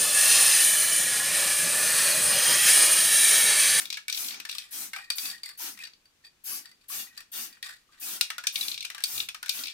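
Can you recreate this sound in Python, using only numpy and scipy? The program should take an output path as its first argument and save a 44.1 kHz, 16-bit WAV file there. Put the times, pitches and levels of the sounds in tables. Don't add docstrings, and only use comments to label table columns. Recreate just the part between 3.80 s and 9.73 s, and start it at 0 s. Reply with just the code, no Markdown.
import sys
import numpy as np
from scipy import signal
from scipy.fft import rfft, irfft, next_fast_len
from scipy.io import wavfile

SR = 44100
rng = np.random.default_rng(int(sys.argv[2]) if len(sys.argv) > 2 else 0)


def materialize(psi):
    bounded = np.clip(np.atleast_2d(psi).T, -1, 1)
    quanta = np.round(bounded * 32767).astype(np.int16)
    wavfile.write(sys.argv[1], SR, quanta)


def makeup_ratio(level_db):
    decades = np.asarray(level_db, float) / 20
    return 10 ** decades


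N = 261513

# f/Hz, level/dB, t60/s
WALL_MODES = [(790, -13, .1), (1170, -7, .1), (1430, -9, .05), (1540, -5, .1), (1720, -2, .09),
              (1800, -5, .09), (1865, -2, .11), (1960, 0, .09), (2200, -6, .07), (2330, -6, .07),
              (2460, -5, .12), (2800, -3, .05), (3400, -3, .04), (3600, -4, .04), (3850, -2, .04),
              (4080, -2, .04), (4440, -6, .06), (4540, -10, .07), (4620, -9, .1), (4720, -11, .06)]
# f/Hz, level/dB per Hz
WASH_SPECTRUM = [(290, -5.5), (500, -13), (794, -5.5), (1080, -6), (1160, -5.5), (1390, -0.5), (1650, -1.5),
                 (2040, -2.5), (2340, 1.5), (4580, 1), (5000, 0.5), (6500, 3), (11000, -120)]

LEFT_RIGHT = np.array([[.5], [-.5]])
KNOCK_LEFT_DB = 2
DOME_LOW_HZ, DOME_HIGH_HZ = 4400, 4800
UPRIGHT_FROM_S, UPRIGHT_TO_S = 1.1, 4.25
SLOSH_HZ, SLOSH_DEPTH, DAMPING = 45, 0.8, 0.75
SONG_WAVER = .5


def ball():
    # f/Hz, level/dB per Hz
    crack_spectrum = [(1180, -60), (2000, -22), (2360, -7.5), (2980, -10.5), (4120, -5), (4990, -11),
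                      (8850, -12), (12000, -23), (14300, -18), (16000, -33)]
    # f/Hz, level/dB per Hz
    thud_spectrum = [(290, -58), (500, -7), (781, -11), (951, -7), (1450, 3), (1710, 3), (2400, -2.5),
                     (3120, -2), (5280, -120)]
    s, peak_db, thud_db, crack_db, struck_hz, ring_db = knocks().T
    upright = (s > UPRIGHT_FROM_S) & (s < UPRIGHT_TO_S)
    regrip = (s > 1.1) & (s < 1.25)
    grip_db = np.where(upright, 0, -6) + 1 * regrip
    touch, dome_touch = rolling() * rolls()

    body = coloured(crack_spectrum)
    middle = signal.sosfiltfilt(signal.butter(4, 7200, fs=SR, output="sos"), body)
    out = clack(rms_one(middle), crack_db, struck_hz) + pings()
    top_snap = burst(strikes(crack_db - 7.5), 0.00016, 0.024)
    top_tail = burst(strikes(crack_db - 29.5), 0.0014, 0.24)
    out += rms_one(body - middle) * (top_snap + top_tail)
    out += coloured(thud_spectrum) * burst(strikes(thud_db - 7.5), 0.0005, 0.081)
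    out += makeup_ratio(-24) * body * burst(np.abs(touch), 0.00038, 0.026)

    for hz, level_db, t60 in WALL_MODES:
        low = np.clip((2300 - hz) / 300, 0, 1)
        uneven_db = rng.normal(0, 2.6, (len(s), 2)).T
        held_db = grip_db * (t60 >= .1)
        clicks = strikes(-17.0 + low * (thud_db + 3.5) + uneven_db + held_db)
        on_dome = DOME_LOW_HZ < hz < DOME_HIGH_HZ
        clicks += makeup_ratio(-19) * dome_touch if on_dome else makeup_ratio(-33 + 7 * low) * touch
        push = rng.choice(np.array([-1, 1], np.int8), (2, N))
        out += slosh() * ring(makeup_ratio(level_db) * clicks * push, hz, DAMPING * t60)
    return signal.sosfilt(signal.butter(3, 700, "high", fs=SR, output="sos"), out)


def knocks():
    # t/s, peak level/dB, spot pitch f/Hz, thud level/dB re peak
    side_knocks = [(0.0187, -30.5, 2155, -4), (0.171, -25, 1706, -8), (0.2816, -19, 2290, -20.5),
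                   (0.5245, -40, 1840, -3), (0.543, -31, 2330, -14), (0.6002, -25.5, 2500, -12.5),
                   (0.6512, -24.5, 1770, -9), (0.6899, -29.5, 2500, -12), (1.133, -23.5, 2140, -8.5),
                   (1.162, -28, 2380, -5), (1.1853, -45.5, 1590, 12), (1.9741, -37, 1970, -9),
                   (1.9892, -34, 2120, -16), (2.018, -51, 1740, -1), (3.4046, -35, 1870, -7.5),
                   (3.77, -57.5, 1950, 8), (3.8681, -41, 1820, -3), (4.1444, -70, 1580, 14),
                   (4.5022, -20.5, 1455, -5), (4.5812, -22.5, 1416, -7.5), (4.638, -27, 1680, -6.5),
                   (5.026, -27, 2280, -35), (5.0468, -30, 2400, -8), (5.0502, -23.5, 3000, -22),
                   (5.1009, -26, 1980, -7), (5.147, -27.5, 1810, -5.5), (5.1802, -29.5, 1600, -6),
                   (5.204, -32, 1644, -7), (5.487, -21, 2620, -15.5), (5.5454, -26.5, 2420, -7.5),
                   (5.6284, -23, 1454, -8), (5.66, -26, 1690, -14), (5.6812, -31, 2250, -19),
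                   (5.87, -26, 2300, -38)]
    # t/s, peak level/dB, pitch f/Hz, crack level/dB re peak
    slams = [(0.1021, -19, 4920, -10), (0.1265, -19.5, 4980, -7), (0.1415, -24.5, 4300, -16),
             (0.2979, -19.5, 3900, -4), (0.3255, -16.5, 6000, -6.5), (0.507, -27, 4050, -23),
             (0.6947, -22, 4040, -7), (0.75, -27.5, 3200, -1.5), (3.827, -23, 3570, -7.5),
             (4.4101, -8, 4100, -1.5), (4.848, -36, 3900, -12), (4.828, -25.5, 3400, -16),
             (5.2376, -12.5, 4530, 0), (5.4016, -16, 3680, -24)]
    # t/s, peak level/dB, pitch f/Hz, crack level/dB re peak
    glances = [(0.0548, -24.5, 3650, -7), (0.346, -20.5, 3900, -11), (0.374, -20.5, 5130, -6),
               (0.4441, -26, 3780, -5), (0.484, -23.5, 4410, -3), (0.713, -27, 3760, -4.5),
               (0.726, -28.5, 3920, -19), (0.462, -30.5, 3450, -15), (0.821, -37, 3100, -17),
               (0.7826, -20, 3790, -6), (0.93, -41, 3260, -11), (4.6695, -11, 6000, -3.5),
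               (4.7566, -12.5, 3680, -11), (4.8098, -18.5, 4250, -4), (4.8816, -18.5, 4200, -5),
               (4.9155, -21, 4060, -15), (4.942, -24.5, 4280, -8), (4.9766, -23, 3740, -13.5),
               (5.0064, -22, 4160, -14), (5.222, -41, 4000, 1), (5.378, -19.5, 3970, -4),
               (5.693, -11.5, 4340, -3), (5.79, -26.5, 4340, -10), (5.777, -34, 3000, -10),
               (5.881, -25, 4180, -19), (5.899, -31, 3850, -15), (5.8359, -20.5, 5020, -15),
               (5.856, -26, 4650, -20)]
    # t/s, peak level/dB, thud level/dB re peak, crack level/dB re peak
    dome_drops = [(1.302, -16, -15, -1.5), (1.322, -55, -14, 18), (1.3831, -19.5, -16.5, -5),
                  (1.4544, -23.5, -12.5, -5), (1.4775, -56, -28, 0), (1.4995, -29, -28, -2),
                  (1.5115, -36, -22, -6), (1.633, -28.5, -16, -1.5), (1.659, -48, -14, 13),
                  (1.6896, -36.5, -7, 2.5), (2.0349, -32, -19, -14), (2.037, -31.5, -23, -9.5),
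                  (2.051, -35, -21, -13), (2.071, -41, -2.5, -3), (2.134, -43.5, -20, -16),
                  (2.255, -53.5, -8, -1), (2.448, -43, -29, -19), (2.466, -48, -20, -6),
                  (2.856, -35, -12, -6), (2.914, -46, -9.5, -4), (3.0114, -53, -21, -12),
                  (3.3758, -29.5, -13.5, -3), (3.726, -43, -19, -8), (3.8909, -37.5, 1.5, 0),
                  (4.131, -52, -1, -22)]
    side_crack_db, side_ring_db, cupped_db = -5, -11.5, -5
    slam_thud_db, slam_ring_db = -24, -12
    glance_thud_db, glance_ring_db = -28.5, -13
    dome_ping_hz, dome_ring_db = 4620, -5
    rows = []
    for s, db, hz, thud in side_knocks:
        rows.append((s, db, thud, side_crack_db, hz, side_ring_db + cupped_db * (s > UPRIGHT_TO_S)))
    for s, db, hz, crack in slams:
        rows.append((s, db, slam_thud_db, crack, hz, slam_ring_db))
    for s, db, hz, crack in glances:
        rows.append((s, db, glance_thud_db, crack, hz, glance_ring_db))
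    for s, db, thud, crack in dome_drops:
        rows.append((s, db, thud, crack, dome_ping_hz, dome_ring_db))
    return np.array(rows)


def strikes(db):
    rows, out = knocks(), np.zeros((2, N))
    out[:, (rows[:, 0] * SR).astype(int)] = makeup_ratio(rows[:, 1] + db + KNOCK_LEFT_DB * LEFT_RIGHT)
    return out


def clack(body, crack_db, struck_hz):
    spot_bands = [2000, 2600, 3200, 3800, 4500, 5500, 7200]
    snap_s, spread_s = .025, .0006
    out = 0
    for k, (low, high) in enumerate(zip(spot_bands, spot_bands[1:])):
        near = np.log(np.sqrt(low * high) / struck_hz) / .25
        bright_db = np.clip((low - 4000) / 3000, 0, 1) * (crack_db + 8)
        band_filter = signal.butter(2, [low, high], "band", fs=SR, output="sos")
        band = (-1) ** k * makeup_ratio(-8.5 if high < 6000 else -3) * signal.sosfilt(band_filter, body)
        snap_db = -6.5 + 7.7 * np.exp(-near ** 2) + 0.43 * bright_db
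        snap = lag(burst(strikes(snap_db), spread_s, snap_s), spread_s / 2)
        tail = burst(strikes(-18 + bright_db), 0.0014, 0.19)
        out = out + band * (snap + tail)
    return out


def pings():
    out, t = np.zeros((2, N + SR)), np.arange(SR // 5) / SR
    chance = rng.random((len(knocks()), 5))
    for (s, peak_db, thud_db, crack_db, hz, ring_db), (a, b, c, d, e) in zip(knocks(), chance):
        on_dome = DOME_LOW_HZ < hz < DOME_HIGH_HZ
        t60 = .055 if on_dome else .05 * (2000 / hz) ** .7
        main = np.sin(2 * np.pi * (hz * t + a + behind(hz, b)))
        twin = .6 * np.sin(2 * np.pi * (hz * (.965 + .07 * e) * t + [[c], [d]]))
        swell = makeup_ratio(-60 * t / t60) * np.minimum(t / .002, 1)
        start = int(s * SR)
        out[:, start:start + len(t)] += makeup_ratio(peak_db + ring_db) * swell * (main + twin)
    return (1 + SONG_WAVER * drift(SLOSH_HZ)) * out[:, :N] * makeup_ratio(KNOCK_LEFT_DB * LEFT_RIGHT)


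def rolling():
    sizes = makeup_ratio(3.8 * np.minimum(rng.exponential(1, N), 4))
    contacts_per_s = 900 * makeup_ratio(3 * drift(25))
    return rms_one(sizes * (rng.random(N) < contacts_per_s / SR))


def rolls():
    # loudest t/s, swell t/s, fade t/s, wall level/dB, domed base level/dB
    roll_events = [(0.511, 0.022, 0.15, -52.5, -43.5), (0.72, 0.079, 1, -56, -71),
                   (1.15, 0.018, 0.31, -55, -50), (1.5, 0.23, 0.21, -49.5, -47),
                   (1.652, 0.0076, 0.21, -50.5, -41.5), (2.04, 0.16, 0.039, -51, -57),
                   (2.454, 0.048, 0.044, -61, -53), (2.859, 0.16, 0.1, -60, -53),
                   (3.015, 0.015, 0.19, -72, -72), (3.41, 0.65, 0.032, -61.5, -85),
                   (3.735, 0.054, 0.1, -59.5, -74), (3.847, 0.04, 0.24, -46, -50),
                   (4.18, 0.21, 0.16, -66, -84), (5.89, 0.092, 0.2, -57.5, -50)]
    span_db, curve = 55.5, 1.5
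    out = np.zeros((2, N))
    for top, swell, fade, wall_db, dome_db in roll_events:
        t = np.arange(N) / SR - top
        loss_db = span_db * np.maximum(-t / swell, t / fade) ** curve
        out += makeup_ratio(np.array([[wall_db], [dome_db]]) - np.minimum(loss_db, 200))
    return out


def slosh():
    return (1 + SLOSH_DEPTH * drift(SLOSH_HZ)) / np.hypot(1, SLOSH_DEPTH)


def songs():
    # t/s, held t/s, f/Hz, level/dB
    palm_songs = [(0.102, 0.01, 2206, -47.5), (0.17, 0.049, 1710, -47), (0.171, 0.014, 2250, -44),
                  (0.282, 0.026, 1760, -44), (0.283, 0.03, 1500, -48), (0.405, 0.018, 1340, -60),
                  (0.4, 0.051, 2450, -54), (0.652, 0.039, 1767, -48.5), (0.281, 0.028, 2295, -38),
                  (0.715, .025, 3780, -51), (0.75, 0.01, 3160, -49), (0.752, 0.0083, 1200, -55.5),
                  (0.81, 0.052, 3110, -55), (0.82, 0.06, 2450, -55), (0.93, 0.076, 3220, -50),
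                  (4.503, 0.072, 1870, -47.5), (4.507, 0.03, 1300, -47), (4.503, 0.015, 2280, -54),
                  (4.583, .014, 1450, -45), (4.583, 0.023, 2370, -58), (4.641, 0.043, 1735, -50),
                  (4.411, 0.016, 2440, -47), (4.415, 0.011, 1464, -48), (4.765, 0.021, 2250, -42.5),
                  (4.85, .1, 2300, -54), (4.83, 0.01, 3500, -38), (4.811, 0.0072, 3910, -33),
                  (5.402, .01, 3800, -38), (4.67, 0.01, 1660, -43), (4.685, .025, 2500, -50),
                  (5.046, 0.0037, 2460, -33), (5.101, 0.014, 2010, -46), (5.103, 0.016, 2560, -50),
                  (5.148, .04, 1700, -57), (5.15, 0.039, 1175, -55), (5.181, 0.041, 1624, -48),
                  (5.489, .012, 3430, -42), (5.488, .01, 2546, -39.5), (5.547, 0.012, 1270, -53),
                  (5.63, 0.099, 1536, -46.5), (5.63, 0.03, 1610, -50), (5.694, 0.056, 2310, -52),
                  (5.855, 0.1, 2370, -45)]
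    # t/s, held t/s, f/Hz, level/dB
    free_songs = [(1.132, 0.009, 824, -50.5), (1.162, 0.053, 796, -53), (1.136, 0.067, 1554, -44),
                  (1.135, 0.016, 1846, -44), (1.162, 0.034, 1265, -51), (1.185, 0.035, 2425, -45.5),
                  (1.165, 0.053, 3000, -69), (1.183, 0.032, 1914, -50), (1.225, 0.1, 1876, -50.5),
                  (1.222, 0.086, 2440, -51.5), (1.133, 0.0084, 2197, -39), (1.162, .012, 2350, -44),
                  (1.399, .1, 4560, -55), (1.32, 0.045, 4480, -40), (1.47, 0.018, 4650, -43),
                  (1.8, 0.098, 937, -56), (2.719, 0.046, 1163, -53.5), (1.64, .06, 4580, -57),
                  (2.059, 0.038, 4620, -62), (2.45, 0.035, 4640, -54), (2.74, 0.087, 4650, -68),
                  (2.86, .09, 4640, -62), (2.95, .06, 4600, -74), (1.303, 0.012, 2300, -44),
                  (1.385, 0.016, 3300, -47), (1.43, .07, 2570, -46), (1.53, 0.038, 1870, -46),
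                  (1.633, 0.014, 2135, -50), (1.66, .06, 2060, -49.5), (1.699, 0.035, 4670, -50),
                  (1.95, 0.088, 1950, -57), (2.025, 0.04, 1840, -51), (2.0, 0.087, 2520, -48),
                  (2.22, 0.037, 2460, -74), (2.439, 0.04, 1826, -63), (2.446, 0.025, 2460, -57),
                  (2.85, 0.047, 1840, -60), (2.91, 0.015, 2000, -60), (3.101, .06, 1150, -52.5),
                  (3.271, 0.1, 1913, -57.5), (3.28, 0.095, 2520, -64), (3.372, 0.025, 2550, -52),
                  (3.39, 0.029, 1860, -46.5), (3.7, .1, 1910, -61), (3.72, .07, 2440, -63),
                  (3.827, 0.12, 1906, -44.5), (3.899, 0.043, 1730, -56), (4.09, 0.13, 1205, -67.5),
                  (4.12, 0.083, 1594, -69), (4.225, .025, 2520, -44)]
    sag_db_per_s, fall_db_per_s = 110, 1100
    start_db, start_s = 7, .008
    wander_cycles = .16
    out, rows = np.zeros((2, N)), palm_songs + free_songs
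    wavers = [1 + SONG_WAVER * drift(SLOSH_HZ) for k in range(4)]
    wanders = [wander_cycles * drift(SLOSH_HZ) for k in range(3)]
    chance = rng.random((len(rows), 2))
    for k, ((s, held, hz, db), (phase, apart)) in enumerate(zip(rows, chance)):
        i = int(s * SR)
        t = np.arange(min(SR // 4, N - i)) / SR
        span = slice(i, i + len(t))
        loss_db = sag_db_per_s * t - start_db * np.exp(-t / start_s)
        loss_db = loss_db + fall_db_per_s * np.maximum(t - held, 0)
        gain = makeup_ratio(db - loss_db) * np.minimum(t / .002, 1) * wavers[k % 4][span]
        cycles = hz * t + phase + wanders[k % 3][span] + behind(hz, apart)
        out[:, span] += gain * np.sin(2 * np.pi * cycles)
    return out * makeup_ratio(KNOCK_LEFT_DB * LEFT_RIGHT)


def behind(hz, chance):
    left_leads_s = .00009
    widest_lead_cycles = .2
    lead = min(hz * left_leads_s, widest_lead_cycles)
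    return np.array([[0], [.15 * (chance - .5) - lead]])


def puffs():
    # f/Hz, level/dB per Hz
    hiss_spectrum = [(2650, -46), (4500, -10), (5110, -9), (6700, -8.5), (8740, -6.5), (10400, -6),
                     (12900, -5.5), (14900, -6), (16000, -14)]
    # f/Hz, level/dB per Hz
    gas_spectrum = [(53, -43), (100, -6.5), (150, -14), (216, 3.5), (368, 3), (436, -13), (520, -58),
                    (680, -39), (1140, -120)]
    flicker_db = 1.2
    jet_bands_db = 2.2
    hiss = valve(column=2, short_db=8.5, swell_s=0.035, sag_db_per_s=6.5, fall_db_per_s=346)
    wash = valve(column=3, short_db=25.5, swell_s=0.018, sag_db_per_s=16, fall_db_per_s=233)
    gas = makeup_ratio(-14.5) * lag(wash, 0.018)
    jet_noise = coloured(hiss_spectrum, flicker_db, jet_bands_db)
    wash_noise = coloured(WASH_SPECTRUM, 2 * flicker_db, jet_bands_db)
    out = makeup_ratio(4.5) * staggered(hiss, jet_noise, 8800, .014)
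    out += makeup_ratio(5.0) * staggered(wash, wash_noise, 2000, 0.01)
    out += makeup_ratio(-23.0) * lag(wash, 0.1) * coloured([(180, -33), (205, 4.0), (235, -35)])
    out += gas * coloured(gas_spectrum, 2 * flicker_db)
    return out + makeup_ratio(-5) * wash * stirred_wall()


def valve(column, short_db, swell_s, sag_db_per_s, fall_db_per_s):
    # valve opens t/s, held t/s, nozzle hiss level/dB, wall wash level/dB
    puff_events = [(-0.12, 0.13, -37, -41), (0.335, 0.16, -38.5, -46), (0.49, 0.097, -72, -48.5),
                   (0.906, 0.14, -38, -45.5), (1.352, 0.13, -38, -46), (1.772, 0.12, -38, -44.5),
                   (2.636, 0.14, -38, -47.5), (3.08, 0.13, -36.5, -45), (3.514, 0.13, -38, -45),
                   (4.195, 0.16, -37, -46), (4.719, 0.19, -38, -47), (5.249, 0.16, -38.5, -46),
                   (5.712, 0.11, -39, -45.5)]
    open_s, knee_s = 0.0054, 0.013
    out = np.zeros(N)
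    for row in puff_events:
        t = np.arange(N) / SR - row[0]
        let_go = knee_s * np.logaddexp(0, (t - row[1]) / knee_s)
        since = np.maximum(t, 0)
        db = row[column] - short_db * np.exp(-since / swell_s)
        db = db - sag_db_per_s * since - fall_db_per_s * let_go
        out += np.clip(t / open_s, 0, 1) ** 2 * makeup_ratio(db)
    return out


def staggered(gain, noise, hz, late_s):
    low = signal.sosfiltfilt(signal.butter(2, hz, fs=SR, output="sos"), noise)
    late = np.interp(np.arange(N) - late_s * SR, np.arange(N), gain)
    return gain * (noise - low) + late * low


def stirred_wall():
    noise = [coloured(WASH_SPECTRUM), coloured(WASH_SPECTRUM)]
    out = 0
    for k, (hz, db, t60) in enumerate(WALL_MODES):
        mode = rms_one(ring(noise[k % 2], hz, t60 / 2))
        out = out + makeup_ratio(db / 2 + 3 * drift(3)) * mode
    return rms_one(out)


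def arm():
    # t/s, level/dB
    rumble_spells = [
        [(4.72, -89), (4.928, -73), (5.02, -77)],
        [(5.25, -95), (5.356, -62), (5.56, -82)],
    ]
    gain, t = np.zeros(N), np.arange(N) / SR
    for times, levels_db in map(np.transpose, rumble_spells):
        edge = np.clip(np.minimum(t - times[0], times[-1] - t) / .012 + 1, 0, 1)
        gain += edge * makeup_ratio(np.interp(t, times, levels_db))
    return gain * coloured([(45, -20), (70, -10), (110, 5), (150, -20)])


def workshop(x):
    room_t60_s, wall_cut_hz = 0.24, 6000
    size = next_fast_len(N + SR)
    w = 2 * np.pi * np.fft.rfftfreq(size)
    dull = 1 / (1 + (w * SR / (2 * np.pi * wall_cut_hz)) ** 2) ** .25
    source, out = rfft(x.mean(axis=0), size), []
    for lags in rng.uniform(.007, .028, (2, 10)):
        echoes = 0
        for k, d in enumerate(lags):
            loop = makeup_ratio(-60 * d / room_t60_s) * dull * np.exp(-1j * w * round(d * SR))
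            echoes = echoes + (-1) ** k * loop / (1 - loop)
        out.append(irfft(source * echoes, size)[:N])
    return np.array(out)


def air():
    # f/Hz, level/dB per Hz
    air_spectrum = [(12, -41), (20, 2), (49, -8.5), (300, -9.5), (660, -16), (1810, -12.5), (2080, -14.5),
                    (2460, -12.5), (4670, -14.5), (6540, -16), (13900, -25.5), (15600, -28), (16000, -43)]
    return makeup_ratio(-68) * coloured(air_spectrum)


def coloured(spectrum, patchy_db=0, bands_db=0):
    # f/Hz, correlation/1
    likeness = [(25, .78), (60, .9), (200, .88), (350, .65), (560, .05), (1000, .3), (1800, 0), (15000, 0)]
    # f/Hz, level/dB
    left_bias = [(60, 0.5), (110, 0.0), (200, 0.0), (380, 0.0), (700, 2.5), (1290, -1.0), (2380, 4.0),
                 (4400, 3.5), (8120, 0.0), (13000, 7.0)]
    size = next_fast_len(N)
    hz = np.fft.rfftfreq(size, 1 / SR) + 1
    mid, side = rfft(rng.standard_normal((2, size)))
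    alike = np.clip(at_hz(likeness, hz), -1, 1)
    pair = np.sqrt(1 + alike) * mid + np.sqrt(1 - alike) * side * [[1], [-1]]
    pair = pair * makeup_ratio(at_hz(spectrum, hz, -90) + at_hz(left_bias, hz) * LEFT_RIGHT)
    if not patchy_db:
        return rms_one(irfft(pair, size)[:, :N])
    if bands_db:
        group = rng.integers(0, 6, 200)[(10 * np.log2(hz)).astype(int)]
    else:
        group = (2 * np.log2(hz)).astype(int) % 3
    out = 0
    for k in range(group.max() + 1):
        flicker = makeup_ratio(patchy_db * drift(12.6) + bands_db * drift(2.6))
        out = out + irfft(pair * (group == k), size)[:, :N] * flicker
    return rms_one(out)


def at_hz(points, hz, outside=None):
    points_hz, values = np.transpose(points)
    return np.interp(np.log(hz), np.log(points_hz), values, outside, outside)


def rms_one(x):
    return x / np.sqrt(np.mean(x ** 2) + 1e-20)


def drift(rate):
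    r = np.exp(-80 * np.pi * rate / SR)
    slow = signal.lfilter([1], [1, -2 * r, r * r], rng.standard_normal(N // 40 + 2002))[2000:]
    return np.interp(np.arange(N) / 40, np.arange(len(slow)), rms_one(slow))


def ring(clicks, hz, t60):
    r, w = makeup_ratio(-60 / (t60 * SR)), 2 * np.pi * hz / SR
    return signal.lfilter([0, np.sin(w)], [1, -2 * r * np.cos(w), r * r], clicks + 1e-18)


def burst(clicks, rise_s, t60):
    r = makeup_ratio(-60 / (t60 * SR))
    return lag(signal.lfilter([1], [1, -r], clicks + 1e-18), rise_s)


def lag(x, seconds):
    q = np.exp(-1 / (seconds * SR))
    return signal.lfilter([1 - q], [1, -q], x)


def scene():
    hits, sung = ball(), songs()
    tail = makeup_ratio(-13.5) * workshop(hits + sung / 2)
    return hits + sung + tail + puffs() + arm() + air()


def roll_off(x):
    return signal.sosfilt(signal.butter(12, 16990, fs=SR, output="sos"), x)


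def record(dry):
    return roll_off(dry)


dry = scene()
out = record(dry)
materialize(out)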